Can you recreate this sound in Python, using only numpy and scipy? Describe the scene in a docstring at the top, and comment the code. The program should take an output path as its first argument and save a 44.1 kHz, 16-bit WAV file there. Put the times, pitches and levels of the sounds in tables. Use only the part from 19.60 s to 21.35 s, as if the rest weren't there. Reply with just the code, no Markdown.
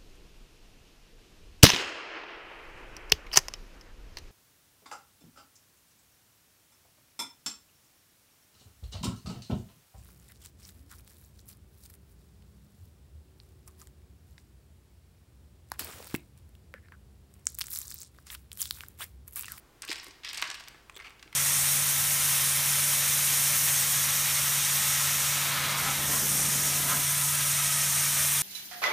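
"""A low room hum runs throughout, while fingers pick through cooked cockle shells on a metal tray.
First come two busy spells of clacks and scrapes, built from bursts of short decaying modes; fine
crackle accompanies them, the tray rings faintly as a sum of sines and gives a few dull bumps.
Then small dry ticks and wet squeaks, made from modal bursts, sound close by, and sparse clacks go on.
A bare, live room answers with wall echoes and a decaying noise tail."""
import sys
import numpy as np
from scipy import signal
from scipy.fft import rfft, irfft
from scipy.io import wavfile

SR = 44100
rng = np.random.default_rng(int(sys.argv[2]) if len(sys.argv) > 2 else 0)


def master(y):
    """Save y as 16-bit WAV."""
    cut = np.clip(np.atleast_2d(y).T, -1, 1)
    pcm = np.round(cut * 32767)  # scale
    wavfile.write(sys.argv[1], SR, pcm.astype(np.int16))


N = 77175
TIME = np.arange(N) / SR
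SHORT = TIME[:SR // 12]   # time axis of one brief event

# Room background spectrum: (frequency [Hz], relative spectral density [dB])
HUM_SPECTRUM = [(20, -12), (40, -5), (56, 2.5), (75, -11.5), (120, -8), (200, -15), (350, -11.5),
                (600, -17.5), (1200, -18), (2500, -23.5), (5000, -28.5), (10000, -32), (16000, -33.5)]
HUM_DB = -60.5

# Room reverberation: (frequency [Hz], relative tail level [dB], decay time T60 [s])
ROOM_BANDS = [(250, -15.5, 0.7), (746, -3, 0.54), (1360, -6, 0.88), (2800, -7, 0.77), (5650, -7.5, 0.63),
              (8900, -9.5, 0.48), (15100, -22, .3)]
# Reflections from near walls: (delay [s], level before low-pass [dB])
WALL_ECHOES = [(.0105, -24), (.0175, -20.5), (.0285, -20)]
ROOM_DELAY_S, ROOM_BUILD_S, ECHO_CUT_HZ = 0.0013, 0.0084, 9200

# Dull bumps of the tray on the table: (time [s], fundamental level [dB], pitch [Hz], decay time T60 [s])
TRAY_BUMPS = [(.292, -35, 326, 0.042), (.463, -51.5, 367, 0.1), (0.478, -51.5, 295, 0.077),
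              (.823, -50.5, 307, 0.058), (.882, -52, 330, 0.058), (1.142, -54.5, 350, 0.064),
              (1.361, -48, 387, 0.042), (1.655, -54, 321, 0.09)]
BUMP_RISE_S, BUMP_OVERTONE_RATIO, BUMP_OVERTONE_DB = 0.0045, 1.415, -6.5

# Vibration modes of the metal tray: (frequency [Hz], relative level [dB], decay time T60 [s])
TRAY_MODES = [(923, -9.5, 0.94), (1107, 2, 1), (1160, 0, 0.64), (1550, 5, 0.27), (1710, 6, 0.26),
              (1850, -15, 0.32), (2087, -1.5, 0.23), (2070, -18, 0.49), (2432, -6, 0.13), (2580, -22, 0.24),
              (3580, 2, .25), (4667, 13, 0.083), (4840, 2.5, 0.27), (5340, 0, 0.39)]
TRAY_DB = -60

# Fine crackle of wet shells while handled: (start [s], end [s], relative level [dB])
CRACKLE_SPELLS = [(.33, 0.485, -64), (0.688, 1.06, -65), (1.36, 1.52, -88)]
CRACKLES_PER_S, CRACKLE_SPREAD_DB, CRACKLE_HZ = 60, 4.5, 9200

# Tiny wet squeaks close by: (time [s], relative level [dB])
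WET_SQUEAKS = [(1.324, -55.5), (1.3444, -46), (1.354, -42.5), (1.366, -42.5), (1.371, -41.5)]
# Modes that each squeak excites: (frequency [Hz], relative level [dB], decay time T60 [s])
SQUEAK_RESONANCES = [(3440, -1.5, 0.017), (3670, -4, 0.0085), (7500, -5, 0.0086), (8100, -5, 0.0075)]
SLIP_S, SLIP_LOSS_DB = 0.0009, 2   # mean spacing of slips, level lost at each

# Ribbed shells sliding: (time [s], length [s], relative level [dB], pitch [Hz], width [octaves])
SHELL_SCRAPES = [(0.235, 0.014, -47.5, 2180, .8), (0.297, 0.028, -44.5, 3200, 0.77),
                 (0.641, 0.076, -43, 3290, 0.53), (0.738, 0.08, -47, 2710, 0.51),
                 (0.852, .06, -51.5, 2000, 1), (1.386, 0.031, -52, 1790, 0.75),
                 (1.439, 0.046, -49, 1770, 0.9)]
RIBS_PER_S, RIB_SPREAD_DB, RIB_T60_S = 290, 0.5, 0.0087   # per sliding shell
RIB_CRACK_DB, RIB_CRACK_HZ, RIB_LOW_HZ, STROKE_EDGE_S = -20, 7900, 1170, 0.0044

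# Shell striking shell: (time [s], relative ring level [dB], ring pitch [Hz], width [octaves],
# decay time T60 at the pitch [s], relative crack level [dB], crack pitch [Hz])
SHELL_CLACKS = [(0.2207, -40, 4560, 0.96, 0.02, -35.5, 7600), (0.231, -41, 2460, 1.1, 0.058, -66, 8100),
                (0.2398, -45, 2300, 0.92, 0.039, -57, 7800), (0.2498, -49, 5660, 0.7, 0.0087, -41, 9200),
                (0.2773, -49, 3130, 0.64, 0.024, -44, 9050), (0.2803, -40, 3040, 0.59, 0.027, -56, 9300),
                (0.288, -37, 3136, 0.42, 0.01, -46, 11600), (0.2935, -36, 4600, 0.7, 0.026, -54, 8500),
                (0.3025, -37, 4860, 0.31, 0.015, -47, 8000), (0.3063, -38, 4130, 0.54, 0.0063, -43, 9600),
                (0.315, -29.5, 2860, 0.84, 0.029, -38, 7800), (0.321, -35.5, 2630, 0.34, 0.05, -39, 7800),
                (0.3265, -38.5, 3680, 0.74, 0.027, -46, 8800), (0.3287, -35, 4000, 0.9, 0.014, -38.5, 8900),
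                (0.357, -40.5, 3830, 0.69, 0.02, -59, 8200), (0.3635, -48, 2900, 0.42, 0.023, -50, 9400),
                (0.3805, -43.5, 2860, 0.23, 0.052, -49, 8100), (0.398, -42.5, 5000, 0.3, 0.02, -60, 8500),
                (0.431, -48.5, 1790, 1.1, 0.027, -50, 12300), (0.443, -53, 4200, 0.9, 0.019, -43, 10000),
                (0.4665, -46, 2790, 1.74, 0.0089, -66, 7900), (0.4825, -57, 4300, 2.2, 0.022, -48.5, 9300),
                (0.508, -50, 5240, 0.61, 0.032, -73, 7800), (0.6342, -42.5, 3120, 0.68, 0.065, -69, 9980),
                (0.6475, -35.5, 3240, 0.81, 0.028, -45, 8900),
                (0.6893, -39.5, 4800, 0.47, 0.024, -47, 8400), (0.701, -48, 4160, 0.54, 0.037, -57, 8500),
                (0.7312, -37.5, 3130, 0.73, 0.051, -36.5, 8900),
                (0.7445, -40, 4600, 0.38, 0.029, -42, 9100), (0.748, -42.5, 4630, 0.6, 0.017, -43, 8500),
                (0.755, -41, 3900, 0.89, 0.035, -58, 8700), (0.774, -37.5, 4770, 1.1, 0.013, -36, 8250),
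                (0.778, -35, 4600, 0.35, 0.036, -41, 7860), (0.784, -38.5, 2450, 0.24, 0.032, -47, 7900),
                (0.7957, -38.5, 4140, 1.5, 0.025, -53, 8500), (0.8167, -37.5, 3400, 1.5, 0.03, -37, 10100),
                (0.8237, -23.5, 2480, 0.88, 0.027, -37, 7900), (0.8402, -35, 2380, 0.98, 0.048, -48, 8000),
                (0.852, -40, 2270, 0.6, 0.037, -64, 8300), (0.8735, -40, 4400, 0.56, 0.087, -46, 7550),
                (0.9013, -34, 4850, 0.71, 0.015, -42.5, 8000), (0.9127, -36, 5200, 1.5, 0.024, -59, 7900),
                (0.9435, -39.5, 3840, 0.59, 0.029, -46, 9500), (0.951, -41, 3000, 0.2, 0.05, -50, 7800),
                (0.998, -46, 3930, 0.67, 0.023, -52, 8700), (1.0055, -45, 3240, 2.6, 0.028, -54, 9450),
                (1.038, -51, 5500, 0.88, 0.028, -61, 9000), (1.0762, -45.5, 2470, 1.26, 0.019, -72, 7900),
                (1.083, -44, 3720, 0.76, 0.016, -43.5, 9900), (1.145, -49.5, 1430, 0.46, 0.028, -73, 9200),
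                (1.3995, -41.5, 2030, 0.13, 0.042, -77, 7800), (1.421, -49.5, 2900, 0.91, 0.044, -76, 8100),
                (1.456, -54, 2000, 0.74, 0.025, -82, 8600), (1.505, -50, 1970, 1, 0.028, -60, 7800),
                (1.5945, -52.5, 3500, 0.94, 0.036, -67, 8300), (1.6268, -44, 3150, 1.0, 0.025, -52.5, 7900),
                (1.6765, -54, 2610, 0.7, 0.017, -77, 8500), (1.7275, -44.5, 2370, 0.69, 0.022, -52.5, 8850),
                (1.746, -50, 3330, 0.84, 0.02, -64, 7700)]
# Small dry ticks close by: (time [s], relative ring level [dB], ring pitch [Hz], width [octaves],
# decay time T60 at the pitch [s], relative crack level [dB], crack pitch [Hz])
DRY_TICKS = [(1.2966, -43.5, 1785, 0.77, 0.017, -52.5, 7300),
             (1.3635, -48, 3300, 1.04, 0.029, -50.5, 12600), (1.3725, -48, 2770, 1.1, 0.014, -70, 11000),
             (1.379, -61, 2500, 1.7, 0.031, -54, 12500), (1.495, -58, 3700, 0.35, .02, -60.5, 11000)]
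SHELL_SKIRT_DB, SHELL_LOW_HZ, SHELL_TOP_HZ = -18, 735, 8340
HIGHS_DIE_SOONER = 0.26   # exponent of decay time against inverse frequency
CRACK_T60_S, CRACK_WIDTH_OCT, CRACK_LOW_HZ = 0.018, 0.49, 5400
CONTACT_S = 0.00024       # linear rise of every modal burst
LEVEL_WINDOW_S = 0.005    # sets the gain of unit-energy contacts

# Colour of the heap of shells: (frequency [Hz], gain [dB])
HEAP_COLOUR = [(400, 0.5), (560, -5), (780, 0), (1050, -1.5), (1300, 0), (1600, -1.5), (2100, 2),
               (2700, 0.5), (3400, -1), (4200, 1), (5000, 3), (6200, 0.5), (8600, 1.5), (10700, -6),
               (13000, 0.5), (16000, -4.5)]

# Mix: gains [dB], then amounts sent to the room [linear]
CLACK_DB, TICK_DB, CRACK_DB, SIDE_DB = -1, 0, -3, -39
TICK_WET, SQUEAK_WET = 0.64, 0.17
CUTOFF_HZ = 16000


def from_db(db):
    """Amplitude ratio: 20 dB is a factor of ten."""
    return 10 ** (np.asarray(db) / 20)


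def unit(x):
    """Energy normalisation: the squared samples sum to one."""
    return x / np.sqrt(np.sum(x ** 2) + 1e-20)


def dying(t, t60):
    """Exponential decay: damping takes off 60 dB in one T60."""
    return from_db(-60 * t / np.maximum(t60, 1e-3))


def cut(x, hz, kind, order=2):
    """Butterworth filtering: a maximally flat passband."""
    sos = signal.butter(order, np.clip(hz, 10, .48 * SR), kind, fs=SR, output="sos")
    return signal.sosfilt(sos, x)


def at_hz(table, hz, axis=1):
    """Interpolation of a table column along logarithmic frequency."""
    table = np.array(table)
    return np.interp(np.log(hz), np.log(table[:, 0]), table[:, axis])


def add(out, s, x):
    """Superposition: an event adds to the sound already present."""
    i = int(s * SR)
    out[i:i + len(x)] += x[:max(N - i, 0)]


def coloured(x, table):
    """Spectral shaping: each frequency is multiplied by a smooth gain."""
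    hz = np.maximum(np.fft.rfftfreq(2 * N, 1 / SR), 1)
    spectrum = rfft(x, 2 * N) * from_db(at_hz(table, hz))
    return irfft(spectrum)[:N]


def hump(hz, centre_hz, width_oct):
    """Resonance region: modal strength is Gaussian in octaves about a centre."""
    return np.exp(-.5 * (np.log2(hz / centre_hz) / width_oct) ** 2)


def modal_burst(hz, gain, t60):
    """Modal superposition: one brief contact excites a cluster of damped sines."""
    cycles = hz[:, None] * SHORT + rng.random((len(hz), 1))
    modes = np.sin(2 * np.pi * cycles) * dying(SHORT, t60[:, None])
    return gain @ modes * np.minimum(SHORT / CONTACT_S, 1)


def hum():
    """Stationary noise: a steady low rumble and faint hiss of the room."""
    return from_db(HUM_DB) * np.sqrt(N) * unit(coloured(rng.standard_normal(N), HUM_SPECTRUM))


def room(x):
    """Reverberation: a few wall echoes and a diffuse tail whose treble dies first."""
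    edges = np.geomspace(150, 18000, 15)
    white = rng.standard_normal((2, N))
    build = np.clip((TIME - ROOM_DELAY_S) / ROOM_BUILD_S, 0, 1)
    tail = 0
    for k, band in enumerate(zip(edges, edges[1:])):
        hz = np.sqrt(band[0] * band[1])
        noise = cut(white[k % 2], band, "band")   # neighbouring bands use different noise
        envelope = unit(build * dying(TIME, at_hz(ROOM_BANDS, hz, axis=2)))
        tail = tail + from_db(at_hz(ROOM_BANDS, hz)) * noise * envelope
    walls = np.zeros(N)
    for s, db in WALL_ECHOES:
        add(walls, s, from_db([db]))
    response = tail + cut(walls, ECHO_CUT_HZ, "low")
    return signal.fftconvolve(x, response)[:N]


def bumps():
    """Damped vibration: soft pushes give a low, short note with one overtone."""
    out = np.zeros(N)
    for s, db, hz, t60 in TRAY_BUMPS:
        rise = np.minimum(SHORT / BUMP_RISE_S, 1) ** 2
        shape = rise * dying(np.maximum(SHORT - BUMP_RISE_S, 0), t60)
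        phase = 2 * np.pi * hz * SHORT
        overtone = from_db(BUMP_OVERTONE_DB) * np.sin(BUMP_OVERTONE_RATIO * phase)
        add(out, s, from_db(db) * shape * (np.sin(phase) + overtone))
    return out


def tray(shells):
    """Forced modal response: the shells set the metal ringing faintly beneath them."""
    ring = np.zeros(N)
    for k, (hz, db, t60) in enumerate(TRAY_MODES):
        polarity = (-1) ** k
        ring += polarity * from_db(db) * dying(TIME, t60) * np.sin(2 * np.pi * hz * TIME)
    return from_db(TRAY_DB) * signal.fftconvolve(shells, ring)[:N]


def crackle():
    """Random impulses: films of juice part in tiny snaps at chance moments."""
    out = np.zeros(N)
    for start, end, db in CRACKLE_SPELLS:
        happens = rng.random(N) < CRACKLES_PER_S / SR
        strength = from_db(CRACKLE_SPREAD_DB * rng.standard_normal(N))
        snaps = happens * strength * (TIME > start) * (TIME < end)
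        sound = unit(signal.fftconvolve(snaps, crack(CRACKLE_HZ))[:N])
        out += from_db(db) * np.sqrt((end - start) * SR) * sound
    return out


def squeaks(count=3):
    """Repeated slip: a few quick slips excite the same high modes, each one weaker."""
    out = np.zeros(N)
    hz, mode_db, t60 = np.transpose(SQUEAK_RESONANCES)
    for s, db in WET_SQUEAKS:
        for k in range(count):
            slip_time = s + k * SLIP_S * (.5 + rng.random())
            gain = from_db(db + mode_db - k * SLIP_LOSS_DB)
            add(out, slip_time, modal_burst(hz, gain, t60))
    return out


def scrapes(count=3):
    """Friction as serial impact: ribs of a few shells catch in dense uneven runs of tiny contacts."""
    out = np.zeros(N)
    for s, length, db, hz, width in SHELL_SCRAPES:
        stroke = np.clip(np.minimum(SHORT, length - SHORT) / STROKE_EDGE_S, 0, 1)
        rasp = 0
        for _ in range(count):
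            catches = rng.random(len(SHORT)) < RIBS_PER_S / SR
            strength = from_db(RIB_SPREAD_DB * rng.standard_normal(len(SHORT)))
            ribs = catches * strength * rng.choice([-1, 1], len(SHORT)) * stroke
            contact = shell_ring(hz, width, RIB_T60_S) + from_db(RIB_CRACK_DB) * crack(RIB_CRACK_HZ)
            rasp = rasp + signal.fftconvolve(ribs, contact)
        rasp = unit(cut(rasp, RIB_LOW_HZ, "high"))
        add(out, s, from_db(db) * rasp * np.sqrt(length * SR))
    return out


def shell_ring(pitch_hz, width_oct, t60, count=56):
    """Modal ringing: a struck shell has many short modes, strongest around one pitch; unit energy."""
    hz = np.geomspace(450, 11000, count) * np.exp(rng.uniform(-.025, .025, count))
    gain = hump(hz, pitch_hz, width_oct) + from_db(SHELL_SKIRT_DB)
    ring = modal_burst(hz, gain, t60 * (pitch_hz / hz) ** HIGHS_DIE_SOONER)
    return unit(cut(cut(ring, SHELL_LOW_HZ, "high"), SHELL_TOP_HZ, "low"))


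def crack(pitch_hz, count=26):
    """Hard impact: meeting edges excite high modes as a bright clink; unit energy."""
    hz = np.linspace(5000, 15700, count) + rng.uniform(-220, 220, count)
    clink = modal_burst(hz, hump(hz, pitch_hz, CRACK_WIDTH_OCT), np.full(count, CRACK_T60_S))
    return unit(cut(clink, CRACK_LOW_HZ, "high"))


def contacts(table):
    """Impact excitation: each contact is a crack together with a short ring."""
    out = np.zeros(N)
    for s, db, hz, width, t60, crack_db, crack_hz in table:
        ring = from_db(db) * shell_ring(hz, width, t60)
        clink = from_db(crack_db + CRACK_DB) * crack(crack_hz)
        add(out, s, ring + clink)
    return out * np.sqrt(LEVEL_WINDOW_S * SR)


def scene():
    """Mid and side superposition: nearly mono, with a little room and hum differing between the ears."""
    clacks = from_db(CLACK_DB) * contacts(SHELL_CLACKS)
    shells = coloured(clacks + scrapes() + crackle(), HEAP_COLOUR)
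    handling = shells + tray(shells) + bumps()
    ticks = from_db(TICK_DB) * contacts(DRY_TICKS)
    slips = squeaks()
    reverberation = room(handling + TICK_WET * ticks + SQUEAK_WET * slips)
    mid = handling + ticks + slips + reverberation + hum()
    side = from_db(SIDE_DB) * (room(handling) + hum())   # fresh noise in the tail and hum
    return np.array([mid + side, mid - side])


def record(dry):
    """Band limiting: a steep elliptic low-pass removes the top of the spectrum."""
    return signal.sosfilt(signal.ellip(10, .1, 80, CUTOFF_HZ, fs=SR, output="sos"), dry)


dry = scene()
out = record(dry)
master(out)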